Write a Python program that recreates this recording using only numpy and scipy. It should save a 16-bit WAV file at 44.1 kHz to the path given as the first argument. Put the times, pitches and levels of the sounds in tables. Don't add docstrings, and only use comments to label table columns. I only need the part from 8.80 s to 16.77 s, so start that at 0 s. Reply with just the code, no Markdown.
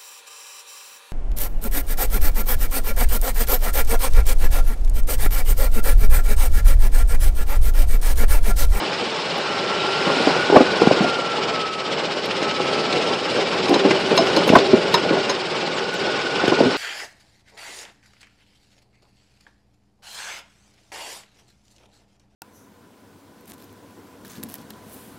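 import sys
import numpy as np
from scipy import signal
from scipy.fft import rfft, irfft, next_fast_len
from scipy.io import wavfile
from scipy.ndimage import uniform_filter1d, map_coordinates

SR = 44100
rng = np.random.default_rng(int(sys.argv[2]) if len(sys.argv) > 2 else 0)


def invert_db(level):
    return 10 ** (np.asarray(level, dtype=float) / 20)


def dump_mix(stems):
    frames = np.atleast_2d(stems).T
    limited = np.clip(frames, -1, 1)
    pcm = np.round(limited * 32767).astype(np.int16)
    wavfile.write(sys.argv[1], SR, pcm)


N = 351477

# time in seconds, angle in turns; rows evenly spaced.
SHAFT_TURNS = [(0.0, 0.27), (0.5, 8.81), (1.0, 17.76), (1.5, 27.64), (2.0, 37.54), (2.5, 46.68),
               (3.0, 54.94), (3.5, 62.79), (4.0, 71.01), (4.5, 79.84), (5.0, 88.91), (5.5, 98.39),
               (6.0, 107.48), (6.5, 116.95), (7.0, 126.29), (7.5, 135.63), (8.0, 144.89)]
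# time in seconds, depth in dB.
SWISH_DEPTH = [(0.0, 2.6), (1.0, 1.0), (1.6, 1.8), (3.0, 5.6), (4.0, 3.2), (5.0, 3.2), (5.6, 1.5),
               (6.9, 3.8), (7.97, 2.6)]
# time in seconds, pitch in Hz, level in dB.
GEAR_MESH = [(0.1, 1300, -52), (.7, 1350, -34), (1.12, 1358, -27.5), (1.4, 1425, -32), (1.85, 1465, -31),
             (2.1, 1415, -33), (2.32, 1388, -28), (2.8, 1298, -31), (3.1, 1285, -33), (3.3, 1278, -52),
             (3.65, 1292, -31), (4.2, 1340, -33), (4.65, 1355, -45), (5.25, 1464, -35), (5.85, 1430, -42),
             (6.25, 1445, -32), (6.6, 1460, -46), (7.2, 1465, -32.5)]
# time in seconds, roughness in dB, loose grit in dB.
GROUND = [(0.0, -29, 2.1), (0.82, -27.5, 1.2), (1.28, -23.5, 2), (1.44, -23.5, 3.5), (1.66, -23.5, 1.3),
          (1.78, -25.5, 0.9), (2.13, -22.5, 0.4), (2.53, -27.5, 0.5), (2.95, -29, -0.6), (3.4, -27.5, -0.1),
          (4.02, -24.5, 0.4), (4.73, -24.5, 0.3), (5.59, -20.5, -0.2), (6.32, -22, -2.8), (6.46, -27, 1.5),
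          (6.84, -28, 0.5), (7.1, -27.5, -0.7), (7.97, -25.5, 2.2)]
# time in seconds, peak in dB, pitch in Hz, length in ms.
HARD_BUMPS = [(1.303, -7.5, 587, 17), (1.476, -0.5, 484, 11.5), (1.701, -2.5, 560, 7.5),
              (1.728, -2.5, 453, 21), (1.748, -4, 446, 16), (1.763, 8.5, 541, 12.5), (1.771, 7.5, 517, 8.5),
              (1.811, -0.5, 462, 24), (2.02, 4.5, 513, 3.7), (2.074, 7, 347, 3.7), (2.113, 2, 392, 7.1),
              (2.212, -5, 290, 16), (4.15, -12.5, 460, 54), (4.92, -5.5, 395, 88), (5.055, -1.5, 342, 15.4),
              (5.395, -4, 425, 28), (5.575, -8, 425, 39), (5.702, 2, 312, 7), (5.726, -3, 360, 12),
              (5.736, 5.5, 425, 5), (5.757, 5.5, 835, 12.6), (5.765, 4.5, 644, 10.5), (5.938, 2.5, 351, 19),
              (6.15, -7.5, 904, 27), (6.31, -3, 353, 8), (7.682, -1.2, 300, 7.3), (7.725, -4.5, 426, 17),
              (7.808, 2.5, 415, 9.6), (7.834, -8.5, 361, 38), (7.865, -5, 276, 21)]
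# time in seconds, peak in dB.
COMMON_PITCH_KNOCKS = [(1.045, -17), (1.272, -10.5), (1.322, -21), (1.371, -12), (1.564, -13.5), (1.405, -9),
                       (2.035, -8.5), (2.178, -17), (2.228, -15), (2.249, -8.5), (2.282, -19), (2.587, -16),
                       (3.626, -10.5), (3.804, -12), (3.956, -25), (4.59, -9.5), (4.964, -7), (5.064, -9),
                       (5.112, -6), (5.318, -5), (5.42, -26), (5.465, -19), (5.68, -10), (5.971, -14), (6.24, -14),
                       (6.336, -8), (6.374, -10.5), (6.499, -13.5), (7.64, -9.5), (7.792, -11)]
# start in seconds, peak in dB, own pitch in Hz, rod ring in dB.
METAL_CLANKS = [(3.5085, -5.5, 2950, -29), (3.6287, -10, 2225, -11), (3.7092, -5.5, 2920, -22),
                (4.125, -2, 3840, -47), (4.2218, -8, 2840, -17), (4.6082, -10, 2950, -11),
                (4.8544, -7, 4010, -24), (4.8826, -6.5, 2744, -13), (4.9402, -0.5, 3890, -14),
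                (4.994, -5, 3630, -22), (5.1073, 3.5, 2080, -24), (5.3752, 3, 3970, -9),
                (5.469, -5, 2680, -31), (5.563, 0.5, 4150, -15.5), (5.676, -8, 3860, -10),
                (5.69, 2, 2580, -26), (5.7556, 1, 1980, -30), (5.767, -8.5, 4140, -20),
                (5.785, -1, 3570, -29), (6.1407, 5.5, 3795, -12), (6.4954, -3, 4050, -8),
                (7.1374, -16, 2260, -24), (7.3896, -7, 2223, -21), (7.6774, -4, 3040, -19)]
# pitch in Hz, level in dB, t60 in seconds.
ROD_MODES = [(1010, 4.5, 0.086), (2780, -2, 0.042), (4140, 0.5, 0.026), (5180, -3.5, 0.16),
             (6470, -4.5, 0.053)]
# start in seconds, peak in dB.
HARD_TICKS = [(0.578, -40), (1.7594, -40), (2.0717, -46), (3.4555, -38), (5.3677, -30), (5.4625, -41),
              (5.5648, -33), (5.6755, -28), (5.7553, -31), (6.1399, -29), (6.4946, -37.5), (7.1397, -38),
              (7.4131, -46), (7.6754, -36)]
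# start in seconds, first pitch in Hz, last pitch in Hz, length in seconds, level in dB.
BIRD_CHIRPS = [
    (6.758, 7800, 5300, 0.073, -45),
    (6.936, 8300, 4590, .09, -40),
    (7.128, 8250, 4600, 0.089, -42),
]

# frequency in Hz, density in dB per Hz.
RUMBLE_SPECTRUM = [(18, -91), (30, -26.5), (167, -9), (298, -7.5), (361, -3.5), (425, -2), (616, -4.5),
                   (757, -14), (800, -9), (1040, -34.5), (1760, -120)]
TYRE_SPECTRUM = [(350, -22), (600, -11), (741, -1), (854, 2.5), (983, -3.5), (1280, -2), (2000, -8.5),
                 (2900, -11), (4400, -120)]
SWISH_SPECTRUM = [(900, -25), (1600, -19.5), (1900, -5.5), (2400, -3), (3300, -3), (4700, -5), (5500, -9),
                  (6000, -17), (8000, -21.5), (11000, -40), (16000, -87)]
HISS_SPECTRUM = [(3000, -29), (5500, -13.5), (6500, -6), (8000, -2.5), (9500, -1), (11500, -6.5),
                 (13000, -12), (16000, -24)]
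CRUNCH_SPECTRUM = [(500, -20), (1000, -1), (2500, -3.5), (5000, -10.5), (7000, -19), (9500, -32),
                   (12000, -83)]
# frequency in Hz, density in dB per Hz.
CHANNEL_DIFFERENCE = [(120, -25), (200, -5.5), (517, -6), (650, -14), (1080, -5), (5110, -11), (10000, -25),
                      (13000, -53), (22000, -120)]
# frequency in Hz, threshold in dB.
TREBLE_THRESHOLD = [(7000, -120), (8000, -84), (8600, -73), (10000, -71.5), (11000, -69), (12500, -70.5),
                    (16000, -60)]
# centre in Hz, width in Hz, gain in dB.
TUB_MODES = [(388, 12, -23), (838, 54, -7.5), (169, 33, -5.5)]
PANEL_MODES = [(2930, 270, -5), (5200, 90, -3), (2330, 120, -10)]
SEAT_MODES = [(1530, 90, -7.5), (1083, 54, -4.5)]

TYRE_DB, TYRE_PER_ROUGH, TYRE_PER_GRIT = -31.5, 0.6, 1.1
SWISH_DB, SWISH_PER_ROUGH = -27.5, 0.58
TUB_DB, TUB_PER_ROUGH = -30, 0.6
TUB_JOLT_DB, TUB_RING_S = -4.5, 0.021
SHAKE_DB, SHAKE_S = -0.5, 0.027
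DIRT_START_S, DIRT_DB = 4.5, 4
KNOCK_HZ, KNOCK_MS = 450, 17
TAPS, TAP_DB, TAP_SCATTER_DB = 30, -26, 6.5
OCTAVE_DB = -13.5


def unit(x):
    return x / np.sqrt(np.mean(x ** 2) + 1e-20)


def noise():
    return rng.standard_normal(N)


def curves(rows):
    time_s, *columns = np.transpose(rows)
    return [np.interp(np.arange(N) / SR, time_s, column) for column in columns]


def wobble(rate_hz):
    knots = rng.standard_normal(int(N * rate_hz / SR) + 4)
    return map_coordinates(knots, [np.arange(N) * rate_hz / SR])


def coloured(x, spectrum, modes=()):
    size = next_fast_len(N + 8192)
    hz = np.fft.rfftfreq(size, 1 / SR)
    knot_hz, knot_db = np.transpose(spectrum)
    gain = invert_db(np.interp(np.log(hz + 1), np.log(knot_hz + 1), knot_db))
    lift = 1
    for centre_hz, width_hz, gain_db in modes:
        lift = lift + invert_db(gain_db) / (1 + (2 * (hz - centre_hz) / width_hz) ** 2)
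    return unit(irfft(rfft(x, size) * gain * lift, size)[:N])


def add(track, start_s, sound):
    part = track[max(round(start_s * SR), 0):][:len(sound)]
    part += sound[:len(part)]


def follow(x, hold_s):
    keep = np.exp(-1 / (hold_s * SR))
    return signal.lfilter([1 - keep], [1, -keep], abs(x))


def patchy(depth_db):
    z = signal.stft(rng.standard_normal(N + 512), nperseg=512)[2]
    field = uniform_filter1d(rng.standard_normal(z.shape), size=2, axis=0)
    field = uniform_filter1d(field, size=4, axis=1)
    return signal.istft(z * invert_db(depth_db * unit(field)), nperseg=512)[1][:N]


def rolling(turns, body):
    rough_db, grit_db = curves(GROUND)
    extra_db = rough_db - rough_db.mean()
    shake_db = 20 * np.log10(1 + invert_db(SHAKE_DB) * follow(body, SHAKE_S))
    rumble_db = rough_db + 2 * shake_db
    tyre_db = TYRE_DB + TYRE_PER_ROUGH * extra_db + TYRE_PER_GRIT * grit_db + shake_db
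    swish_db = SWISH_DB + SWISH_PER_ROUGH * extra_db + grit_db + shake_db

    road = wobble(9)
    rumble_lumps = invert_db(1.3 * road + 0.96 * wobble(45))
    rumble = coloured(rumble_lumps * noise(), RUMBLE_SPECTRUM, TUB_MODES)
    tyre_lumps = invert_db(0.86 * road + 1.35 * wobble(40))
    tyres = coloured(tyre_lumps * noise(), TYRE_SPECTRUM, SEAT_MODES)

    depth_db, = curves(SWISH_DEPTH)
    angle = 2 * np.pi * (turns + 0.035)
    stroke = np.cos(angle) + 0.092 * np.cos(2 * angle + 3.1)
    air_db = -52 + 0.66 * (swish_db + 26) + 0.18 * depth_db * stroke
    air = invert_db(air_db) * coloured(noise(), HISS_SPECTRUM)
    grains = invert_db(0.61 * wobble(400))
    pulse_db = 0.78 * depth_db * stroke
    scrape = invert_db(pulse_db + 0.49 * wobble(30) + 0.76 * road) * grains * patchy(depth_db=2.0)
    swish = coloured(scrape, SWISH_SPECTRUM, PANEL_MODES)
    return air + invert_db(rumble_db - 0.5) * rumble + invert_db(tyre_db + 2.5) * tyres + invert_db(swish_db - 1.5) * swish


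def gears(turns):
    hz, level_db = curves(GEAR_MESH)
    phase = 2 * np.pi * np.cumsum(hz + 10 * wobble(40)) / SR
    load = 2 * 2 * np.pi * turns
    tone = (1 + 0.17 * np.cos(load + 1.7)) * np.sin(phase + 0.14 * np.sin(load))
    rough = wobble(130) * np.sin(phase) + wobble(130) * np.cos(phase)
    rough_share = np.clip(0.5 + (hz - 1380) / 100, 0.4, 1.0)
    octave = wobble(190) * np.sin(2.08 * phase) + wobble(190) * np.cos(1.9 * phase)
    whine = unit(tone + rough_share * rough + invert_db(OCTAVE_DB) * octave)
    return invert_db(level_db + 1.2 * wobble(9.9) + 0.5) * whine


def knocks():
    body = np.zeros(N)
    t = np.arange(-SR // 40, SR // 22)[:, None] / SR
    ladder = np.linspace(-1.6, 1.6, num=10)
    taps = [(u * N / SR, TAP_DB + TAP_SCATTER_DB * rng.standard_normal()) for u in rng.random(TAPS)]
    light = [(s, db, KNOCK_HZ, KNOCK_MS) for s, db in [*COMMON_PITCH_KNOCKS, *taps]]
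    blows = [*HARD_BUMPS, *light]
    luck = rng.standard_normal((len(blows), 3, len(ladder)))
    for (start_s, peak_db, hz, length_ms), (detune, size, phase) in zip(blows, luck):
        ratio = np.exp(0.555 * ladder + 0.078 * detune)
        width_s = (length_ms / 1000 + 0.00085) * ratio ** -0.3
        late_s = t + 0.00062 * ladder
        rise = (late_s / (0.32 * width_s)) ** 2
        decay = (abs(late_s) / (0.47 * width_s)) ** 0.73
        shape = np.exp(-np.where(late_s < 0, rise, decay))
        mode_gain = invert_db(3.5 * size - 4.0 * ladder ** 2)
        blow = (mode_gain * shape * np.cos(2 * np.pi * hz * ratio * t + 3 * phase)).sum(axis=1)
        blow /= np.sqrt(np.sum(blow ** 2) / np.sum(shape[:, 4] ** 2))
        add(body, start_s + t[0, 0], invert_db(peak_db - 5.5) * blow)
    return body


def tub(body):
    rough_db, _ = curves(GROUND)
    dirt_db = DIRT_DB * np.clip(np.arange(N) / SR - DIRT_START_S, -0.5, 0.5) * 2
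    hum_db = TUB_DB + dirt_db + TUB_PER_ROUGH * (rough_db - rough_db.mean()) + 1.9 * wobble(9.7)
    jolts = invert_db(TUB_JOLT_DB + 0.5 * dirt_db) * follow(body, TUB_RING_S)
    hum = coloured(noise(), [(200, -83), (345, -23), (388, -6), (435, -24.5), (700, -83)])
    return invert_db(-6.5) * (invert_db(hum_db) + jolts) * hum


def clanks():
    metal = np.zeros(N)
    t = np.arange(SR // 7) / SR
    crunch = coloured(invert_db(2.5 * wobble(550)) * noise(), CRUNCH_SPECTRUM)
    for start_s, peak_db, own_hz, rod_db in METAL_CLANKS:
        drift = np.cumsum(rng.standard_normal((2, len(t))), axis=1)
        rod = np.zeros(len(t))
        for hz, level_db, t60_s in ROD_MODES:
            ring = invert_db(level_db + rng.normal(0, 1.5) - 60 * t / t60_s)
            rod += ring * np.sin(2 * np.pi * hz * t + 0.03 * drift[0])
        own = invert_db(-60 * t / 0.06) * np.sin(2 * np.pi * own_hz * t + 0.2 * drift[1])
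        chatter = np.resize(crunch[round(start_s * SR):], len(t)) * invert_db(-5 - 60 * t / 0.065)
        onset = 1 - np.exp(-t / 0.0011)
        add(metal, start_s, invert_db(peak_db - 13.0) * (invert_db(rod_db + 5) * rod + own + chatter) * onset)
    return signal.sosfilt(signal.butter(5, 8800, fs=SR, output="sos"), metal)


def ticks():
    grit = np.zeros(N)
    t = np.arange(SR // 40) / SR
    for start_s, peak_db in HARD_TICKS:
        add(grit, start_s, invert_db(peak_db + 2.5 - 60 * t / 0.06) * rng.standard_normal(len(t)))
    return signal.sosfilt(signal.butter(2, [8500, 13500], "band", fs=SR, output="sos"), grit)


def bird():
    song = np.zeros(N)
    for start_s, first_hz, last_hz, length_s, level_db in BIRD_CHIRPS:
        u = np.linspace(0, 1, round(length_s * SR))
        hz = first_hz + (last_hz - first_hz) * u ** 1.2
        whistle = np.sin(2 * np.pi * np.cumsum(hz) / SR)
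        add(song, start_s, invert_db(level_db) * np.sin(np.pi * u) ** 0.5 * whistle)
    return song


def thinned_treble(x):
    hz, _, z = signal.stft(x, SR, nperseg=2048, noverlap=1024)
    band = np.arange(len(hz)) // 3
    power = np.add.reduceat(abs(z) ** 2, np.arange(0, len(hz), 3)) / 3
    knot_hz, knot_db = np.transpose(TREBLE_THRESHOLD)
    mood_db = 3.4 * rng.standard_normal(power.shape) + 2.1 * rng.standard_normal(power.shape[1])
    threshold_db = np.interp(hz, knot_hz, knot_db)[:, None] + mood_db[band]
    keep = (power[band] > invert_db(2 * threshold_db)) | (hz < 7000)[:, None]
    thin = signal.istft(z * keep, SR, nperseg=2048, noverlap=1024)[1][:N]

    top = signal.sosfilt(signal.butter(6, [12000, 15000], "band", fs=SR, output="sos"), x)
    loud_top = uniform_filter1d(abs(top), size=130) > invert_db(-53)
    attack = uniform_filter1d(1.0 * loud_top, size=90)
    return thin + attack * signal.sosfilt(signal.butter(4, 14000, fs=SR, output="sos"), x - thin)


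def scene():
    row_s = SHAFT_TURNS[1][0]
    turns = map_coordinates(np.transpose(SHAFT_TURNS)[1], [np.arange(N) / SR / row_s], mode="nearest")
    body = knocks()
    mono = rolling(turns, body) + gears(turns) + body + tub(body) + clanks() + ticks() + bird()
    return np.array([mono, mono])


def low_pass(x):
    return signal.sosfilt(signal.butter(12, 15650, fs=SR, output="sos"), x)


def record(dry):
    x = signal.sosfilt(signal.butter(2, 110, "high", fs=SR, output="sos"), dry[0])
    overloaded = x / (1 + np.abs(x / 1.01) ** 14) ** (1 / 14)
    x = thinned_treble(overloaded)
    side = invert_db(-53) * coloured(noise(), CHANNEL_DIFFERENCE) * (wobble(30) > 1.9)
    mix = np.clip([x + side, x - side], -0.995, 0.995)
    return low_pass(mix)


dry = scene()
out = record(dry)
dump_mix(out)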